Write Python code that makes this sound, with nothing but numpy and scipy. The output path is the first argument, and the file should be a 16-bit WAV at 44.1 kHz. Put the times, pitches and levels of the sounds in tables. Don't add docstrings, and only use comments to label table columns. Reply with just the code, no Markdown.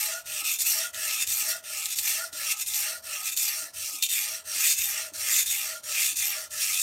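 import sys
import numpy as np
from scipy import signal
from scipy.fft import rfft, irfft, next_fast_len
from scipy.io import wavfile
from scipy.ndimage import uniform_filter1d, map_coordinates

SR = 44100
rng = np.random.default_rng(int(sys.argv[2]) if len(sys.argv) > 2 else 0)


def digitize_waveform(pressure):
    field = np.atleast_2d(pressure).T
    bounded = np.clip(field, -1, 1)
    quanta = np.round(bounded * 32767).astype(np.int16)
    wavfile.write(sys.argv[1], SR, quanta)


N = 300762
TIME = np.arange(N) / SR

# (start t/s, near bite/dB, far bite/dB,
# steepness as a power of place, body/dB, ring/dB, blade flex/dB, sink shake/dB, time stuck/s)
STROKES = [(-0.12, -29, -14, 3, 1, -1, -47, -67.7, 0.0),
           (0.236, -27.5, -12, 6.2, 0.5, 4.5, -48.5, -61, 0.021),
           (0.579, -29, -13, 1.9, -0.7, -2.5, -46.5, -67, 0.0081),
           (0.921, -26.0, -15.5, 9.4, 5.5, 1.5, -46.5, -59.0, 0.011),
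           (1.258, -28, -15, 4.2, -1, -0.5, -46.5, -57, 0.01),
           (1.619, -29.1, -7.5, 23, -0.6, 5, -50, -77, 0.02),
           (1.948, -28.5, -18, 1.54, 1.3, -1.3, -47.5, -57, 0.0094),
           (2.311, -27.5, -16, 3.7, 2.5, 2.2, -47.0, -61, 0.016),
           (2.651, -28.5, -17, 2.75, 0.1, -1.8, -47.2, -62, 0.012),
           (3.017, -28, -11.5, 11.4, 3.5, 2.5, -47.5, -67.6, 0.002),
           (3.346, -30.5, -15, 3.1, -0.3, -2.5, -49.3, -71.9, 0.019),
           (3.721, -30, -11.5, 18, -8.5, 0.6, -53.5, -62, 0.015),
           (4.077, -30, -17, 3, 0, 1.3, -49.5, -68.3, 0.013),
           (4.435, -26.5, -9, 2.35, 3, 2.1, -49, -72, 0.0027),
           (4.755, -29.5, -10.5, 6.3, 3.3, 1.2, -48, -57.5, 0.0),
           (5.12, -26, -9.5, 2.37, 4, -1.5, -48.5, -62.6, 0.016),
           (5.45, -30, -14, 4.7, 3, 1.5, -48.5, -60, 0.0097),
           (5.818, -27, -16.5, 1.3, 1, 1.5, -48, -63.3, 0.016),
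           (6.15, -29.5, -14, 4.5, 0.5, -0.2, -48.5, -61.6, 0.0076),
           (6.491, -25, -11.5, 4.5, -0.8, -2, -50.5, -73, 0.015)]


def gain_of(db):
    return 10 ** (np.asarray(db) / 20)


def unit_rms(x):
    return x / np.sqrt(np.mean(x ** 2) + 1e-20)


def value_at(points, hz):
    f, value = np.transpose(points)
    return np.interp(np.log(hz + 1), np.log(f + 1), value)


def add(mix, s, sound):
    part = mix[max(round(s * SR), 0):][:len(sound)]
    part += sound[:len(part)]


def coloured(x, spectrum):
    size = next_fast_len(N)
    gain = gain_of(value_at(spectrum, np.fft.rfftfreq(size, 1 / SR)))
    return unit_rms(irfft(rfft(x, size) * gain, size)[:N])


def wander(hz):
    lowpass = signal.butter(3, hz, fs=SR, output="sos")
    drift = signal.sosfiltfilt(lowpass, rng.standard_normal(N + 2 * SR), padtype="even")
    return unit_rms(drift[SR:-SR])


def resonate(x, hz, width_hz):
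    carrier = np.exp(2j * np.pi * np.cumsum(hz) / SR)
    r = np.exp(-np.pi * width_hz / SR)
    return (carrier * signal.lfilter([(1 - r) ** 2], [1, -2 * r, r * r], x / carrier)).real


def causal(gain):
    log_gain = np.log(np.concatenate([gain, gain[-2:0:-1]]) + 1e-6)
    return np.exp(signal.hilbert(log_gain, axis=0).conj()[:len(gain)])


def room_tone(level_db=-65.5):
    air_spectrum = [(25, -20), (60, -1), (110, -1.5), (300, -2.5), (600, -3.5), (1000, 1), (1600, -18.5),
                    (5000, -17), (15000, -28)]
    return gain_of(level_db) * coloured(rng.standard_normal(N), air_spectrum)


def reflections(x):
    decay_times = [(200, 0.57), (700, 0.29), (2500, .22), (7000, 0.11), (15000, 0.082)]  # (f/Hz, t60/s)
    # (f/Hz, level/dB)
    wet = [(200, -18), (650, -0.5), (1400, -11.5), (3000, -7.5), (8000, -13), (15000, -9)]
    hz, t, noise = signal.stft(rng.standard_normal(SR // 2), SR, nperseg=256)
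    decay = gain_of(-60 * t / value_at(decay_times, hz)[:, None])
    energy = np.mean(decay ** 2, axis=1, keepdims=True) * (SR // 2)
    decay *= gain_of(value_at(wet, hz))[:, None] / np.sqrt(energy)
    response = signal.istft(noise * decay, SR, nperseg=256)[1]
    return signal.fftconvolve(x, response)[:N]


def sink_rumble(jolt_db=-1.5, sliding_db=-73, peak_s=0.044):
    basin_spectrum = [(25, -42), (45, -22), (60, -10), (74, -14), (83, 2.5), (94, -11), (125, -14),
                      (200, -21.5), (400, -37)]
    age = np.arange(SR // 2) / SR / peak_s
    shudder = (age * np.exp(1 - age)) ** 2
    level = np.full(N, gain_of(sliding_db))
    for s, *_, shake_db, _ in STROKES[1:]:
        add(level, s, gain_of(jolt_db + shake_db) * shudder)
    return level * coloured(rng.standard_normal(N), basin_spectrum)


def holder_knocks(level_db=2.0, rise_s=0.0057):
    shifts = [(0.418, -53), (1.416, -53), (2.325, -52), (3.627, -52), (3.934, -49.5), (4.556, -51),
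              (5.118, -50), (5.337, -51), (6.122, -52.5)]
    holder_modes = [(300, 2, 0.1), (218, -8, 0.098), (375, -4, .05)]  # (f/Hz, level/dB, t60/s)
    out, t = np.zeros(N), np.arange(SR // 4) / SR
    for s, db in shifts:
        ring = sum(gain_of(mode_db - 60 * t / t60) * np.sin(2 * np.pi * (hz * t + rng.random()))
                   for hz, mode_db, t60 in holder_modes)
        add(out, s, gain_of(db + level_db) * ring * (1 - np.exp(-t / rise_s)))
    return out


def squeaks(width_hz=35, rise_hz_per_s=500):
    chirps = [(.16, 0.11, 1422, -37), (.855, 0.1, 1425, -43.5), (1.55, 0.08, 1425, -39.5),
              (2.225, 0.09, 1415, -36.5), (2.95, 0.12, 1430, -48.5), (5.78, 0.087, 1404, -45)]
    out = np.zeros(N)
    for s, length, hz, db in chirps:
        t = np.arange(-length, length, 1 / SR)
        ring = resonate(rng.standard_normal(len(t)), hz + rise_hz_per_s * t, width_hz)
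        ring = ring[len(t) // 4:-len(t) // 4]
        add(out, s - length / 2, gain_of(db) * unit_rms(ring) * np.hanning(len(ring)))
    return out


def progress(rest_s=6.86):
    turns = [row[0] for row in STROKES] + [rest_s]
    return np.interp(TIME, turns, np.arange(len(turns)))


def arm_swing(slide_near=0.029, slide_far=0.085):
    angle = np.pi * progress()
    place, pull = (1 + np.cos(angle)) / 2, np.sin(angle)
    sideways = slide_near * (1 - place) + slide_far * place
    return place, pull, np.hypot(pull, sideways)


def hand(settle_s=0.04):
    current = np.minimum(progress().astype(int), len(STROKES) - 1)
    return uniform_filter1d(np.array(STROKES)[current, 1:-2].T, round(settle_s * SR), axis=1)


def freedom(place, loudest, reach):
    return np.exp(-((place - loudest) / reach) ** 2 / 2)


def blade_bending(level_db=-5, stiffen=0.019, steady=0.23, speed_power=0.66,
                  waver_db=1.95, waver_per_s=18, wobble_hz=7):
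    # (f/Hz at place 0, width/Hz, level/dB, loudest place, reach in place,
    # extra on the pull/dB, relative pitch change from near to far)
    bending_modes = [(655.4, 34.6, 3.5, -0.09, 0.28, 4, -0.084), (590, 56, -6.5, 0.1, 0.32, -.5, 0.035),
                     (816.4, 66, -4.5, 0.59, 0.38, 1, 0), (1207, 74, -4.5, .45, 0.27, 4, -0.0063),
                     (1310, 99, -0.5, 0.72, 0.26, -4.5, -0.021), (1352, 134, 0, 0.1, 0.32, 0, 0.01),
                     (1425, 68, 2, 0.06, 0.16, 1.5, -0.1)]
    # (t/s, relative pitch change of the lowest mode, its level/dB)
    grip_drift = [(0, 0.018, 1), (2.5, 0, -0.5), (4.4, -0.026, -2), (6.8, -0.06, -1.5)]
    times, *columns = np.transpose(grip_drift)
    sag, fade_db = (np.interp(TIME, times, column) for column in columns)
    place, pull, speed = arm_swing()
    *_, flex_db = hand()
    lowest_hz, sound = bending_modes[0][0], np.zeros(N)
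    shift_hz = lowest_hz * sag * (1 - place) + wobble_hz * wander(waver_per_s)
    for hz, width, db, loudest, reach, pull_db, glide in bending_modes:
        mode_db = db + pull_db * pull + fade_db * (hz == lowest_hz) + waver_db * wander(waver_per_s)
        mode_hz = hz * (1 + glide * place + stiffen * pull) + shift_hz
        ring = resonate(rng.standard_normal(N), mode_hz, width)
        ring /= (abs(uniform_filter1d(ring ** 2, size=400)) + 1e-12) ** (steady / 2)
        sound += gain_of(mode_db) * freedom(place, loudest, reach) * unit_rms(ring)
    return gain_of(level_db + flex_db) * speed ** speed_power * sound


def fractures(per_s=22000):
    return rng.standard_normal(N) * (rng.random(N) < per_s / SR)


def edge_catches(level_db=-9.5, highpass_hz=2400):
    snaps = [(.945, -22, 0.064), (1.273, -15, 0.023), (1.293, -18.5, .02), (1.641, -38, .03),
             (1.857, -9, 0.011), (1.957, -23, 0.028), (1.987, -7, 0.014), (1.995, -15, 0.026),
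             (2.329, -25, 0.039), (2.662, -17, 0.023), (2.737, -12.5, 0.019), (3.373, -12.5, 0.033),
             (4.025, -8, 0.066), (4.063, -15, .015), (4.088, -22, .025)]
    # (f/Hz, level/dB)
    spectrum = [(2600, -2), (4000, 4.5), (5000, -1), (6800, 3), (10000, -5), (15000, -5.5)]
    force, t = np.zeros(N), np.arange(SR // 10) / SR
    for s, db, t60 in snaps:
        add(force, s, gain_of(db - 60 * t / t60))
    burst = gain_of(level_db) * force * coloured(fractures(), spectrum)
    return signal.sosfilt(signal.butter(6, highpass_hz, "high", fs=SR, output="sos"), burst)


def bite(place, uneven_db=0.32, uneven_per_s=29):
    # (middle t/s, length/s, level/dB)
    digs_and_skates = [(0.431, 0.037, -9.5), (0.644, 0.052, -8), (0.832, 0.15, 5), (1.222, 0.059, 5.5),
                       (1.504, 0.1, 6.5), (1.862, 0.026, 7), (1.995, 0.033, 4), (2.03, 0.089, -6.5),
                       (2.519, 0.038, 6.5), (2.563, 0.112, -13.5), (2.623, 0.032, 2.9),
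                       (2.718, 0.081, -4.5), (3.206, 0.21, -4.5), (3.265, 0.06, 5), (3.311, 0.026, -10),
                       (3.8, 0.24, 4), (4.006, 0.089, -6.5), (4.033, 0.045, 11), (6.624, 0.088, 5.5)]
    near_db, far_db, steepness, *_ = hand()
    bite_db = near_db + (far_db - near_db) * place ** steepness + uneven_db * wander(uneven_per_s)
    for s, length, db in digs_and_skates:
        add(bite_db, s - length / 2, db * np.hanning(round(length * SR)))
    return bite_db


def stiction(stuck_db=-3, breakaway_db=5, breakaway_s=0.024):
    level_db, t = np.zeros(N), np.arange(SR // 4) / SR
    for s, *_, stuck_s in STROKES:
        if stuck_s > .005:
            rasp_db = breakaway_db * np.exp((stuck_s - t) / breakaway_s)
            add(level_db, s, np.where(t < stuck_s, stuck_db, rasp_db))
    return level_db


def roughness(place, bite_db, slips_per_s=380, slip_depth=2.0, far_depth=6.6, relax_s=0.0015,
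              crunch_depth=0.9, crunch_hz=1100):
    strain = np.cumsum(gain_of(5 * wander(slips_per_s))) * slips_per_s / SR
    jerks = np.diff(np.floor(strain), prepend=0) * rng.random(N) ** 2
    slips = np.tanh(2 * signal.lfilter([1], [1, -np.exp(-1 / (relax_s * SR))], jerks))
    slipping = (slip_depth + far_depth * place) * (slips - slips.mean())
    crunch = crunch_depth * wander(crunch_hz)
    skipping = np.interp(bite_db, [-27, -18], [1, .62])
    return unit_rms(gain_of(skipping * (slipping + crunch)))


def weak_modes(place, hz, spacing_hz=120, span=0.1307, count=40):
    field = rng.standard_normal((len(hz), count))
    grid = np.meshgrid(hz / spacing_hz, place / span, indexing="ij")
    return unit_rms(map_coordinates(field, grid, order=2, mode="mirror"))


def slurry_glints(shape, patch_db=1.6, frames=7, bins=19):
    broad = uniform_filter1d(rng.standard_normal(shape), bins, axis=0)
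    return patch_db * unit_rms(uniform_filter1d(broad, frames, axis=1))


def contact_power(f, place, pull, grit_db=-44.0, blade_db=-4.5):
    grit_spectrum = [(100, -54), (500, -44), (1000, -31), (1600.0, -17), (2300.0, -16.5), (4500.0, -4.5),
                     (6500.0, -0.6), (8500.0, -3), (10500.0, -4.5), (14000.0, -3), (15800.0, -13.5)]
    # (f/Hz at place 0, width/Hz, level/dB, loudest place (may lie off the stone),
    # reach in place, extra on the pull/dB, relative pitch change from near to far)
    upper_modes = [(1740, 150, -17.5, -0.33, 0.67, 0.7, -0.015),
                   (1934.0, 210, -16.5, -0.34, 0.65, 5, -0.055), (2150, 240, -15.5, 0.51, 0.36, 1.8, -0.02),
                   (2372, 170, -15.5, 0.6, 0.32, 1.9, 0.012), (2505, 270, -13.5, 1.51, 1, -1.5, 0.048),
                   (2715, 230, -11, 0.44, 0.32, 2, 0.033), (3037, 330, -17, 0.78, 0.96, 0.7, 0.16),
                   (3300, 170, -22.5, 0.37, 1, 4.5, 0.1), (3650, 130, -11.5, 1.29, 0.3, -1, -0.01),
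                   (4370, 2200, -10.5, -0.41, 0.8, 3.5, -0.068), (5670, 200, -8.3, 0.26, 0.34, 1.5, -0.02),
                   (6211.0, 350, -13, 0.34, 1, 2, -0.046), (7200, 680, -8.5, 1.05, 0.32, 1.5, -0.041),
                   (7600, 1170, -7.5, 1.11, 0.86, 0.8, 0.06), (8520, 940, -8, -0.077, 0.78, 1, -0.01),
                   (12140, 1700, -8.5, 0.75, 0.2, 4, 0.066)]
    power = gain_of(grit_db + value_at(grit_spectrum, f)) ** 2
    for centre, width, db, loudest, reach, pull_db, glide in upper_modes:
        detune = 2 * (f - centre * (1 + glide * place)) / width
        strength = gain_of(blade_db + db + pull_db * pull) * freedom(place, loudest, reach)
        power = power + strength ** 2 / (np.pi * width) * (2 / (1 + detune ** 2)) ** 2
    return power


def scrape(creep_per_s=0.179, rock_db=1.5, rock_per_s=7, muffle=-1.5):
    place, pull, speed = arm_swing()
    bite_db = bite(place)
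    grinding = unit_rms(roughness(place, bite_db) * fractures())
    force = grinding * speed * gain_of(bite_db + stiction())
    hz, t, spectra = signal.stft(force, SR, nperseg=1024, noverlap=768)
    f = hz[:, None]
    *_, body, ring, _ = hand()
    body, ring = (db + rock_db * wander(rock_per_s) for db in (body, ring))
    place, pull, body, ring = (np.interp(t, TIME, curve) for curve in (place, pull, body, ring))
    ring += muffle * np.maximum(pull, 0) * place
    ripple_db = value_at([(4000, 2.0), (12000, 1.7)], f)
    tint_db = ripple_db * weak_modes(place + creep_per_s * t, hz)
    tint_db += slurry_glints(spectra.shape)
    tint_db += body * value_at([(2000, 0.75), (2300, 0.046)], f)
    tint_db += ring * value_at([(2000, 0.045), (2300, 1), (3500, 0.74), (4400, 0)], f)
    tint_db += pull * value_at([(8500, 0.14), (10500, 0.88)], f)
    gain = np.sqrt(contact_power(f, place, pull) * SR / 2) * gain_of(tint_db)
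    return signal.istft(spectra * causal(gain), SR, nperseg=1024, noverlap=768)[1][:N]


def scene():
    direct = scrape() + blade_bending() + squeaks() + edge_catches() + holder_knocks()
    return (direct + reflections(direct) + sink_rumble() + room_tone())[None]


def record(dry, cutoff_hz=15900):
    lowpass = signal.firwin(401, cutoff_hz, window=("kaiser", 9), fs=SR)
    return signal.oaconvolve(dry, lowpass[None], "same")


dry = scene()
out = record(dry)
digitize_waveform(out)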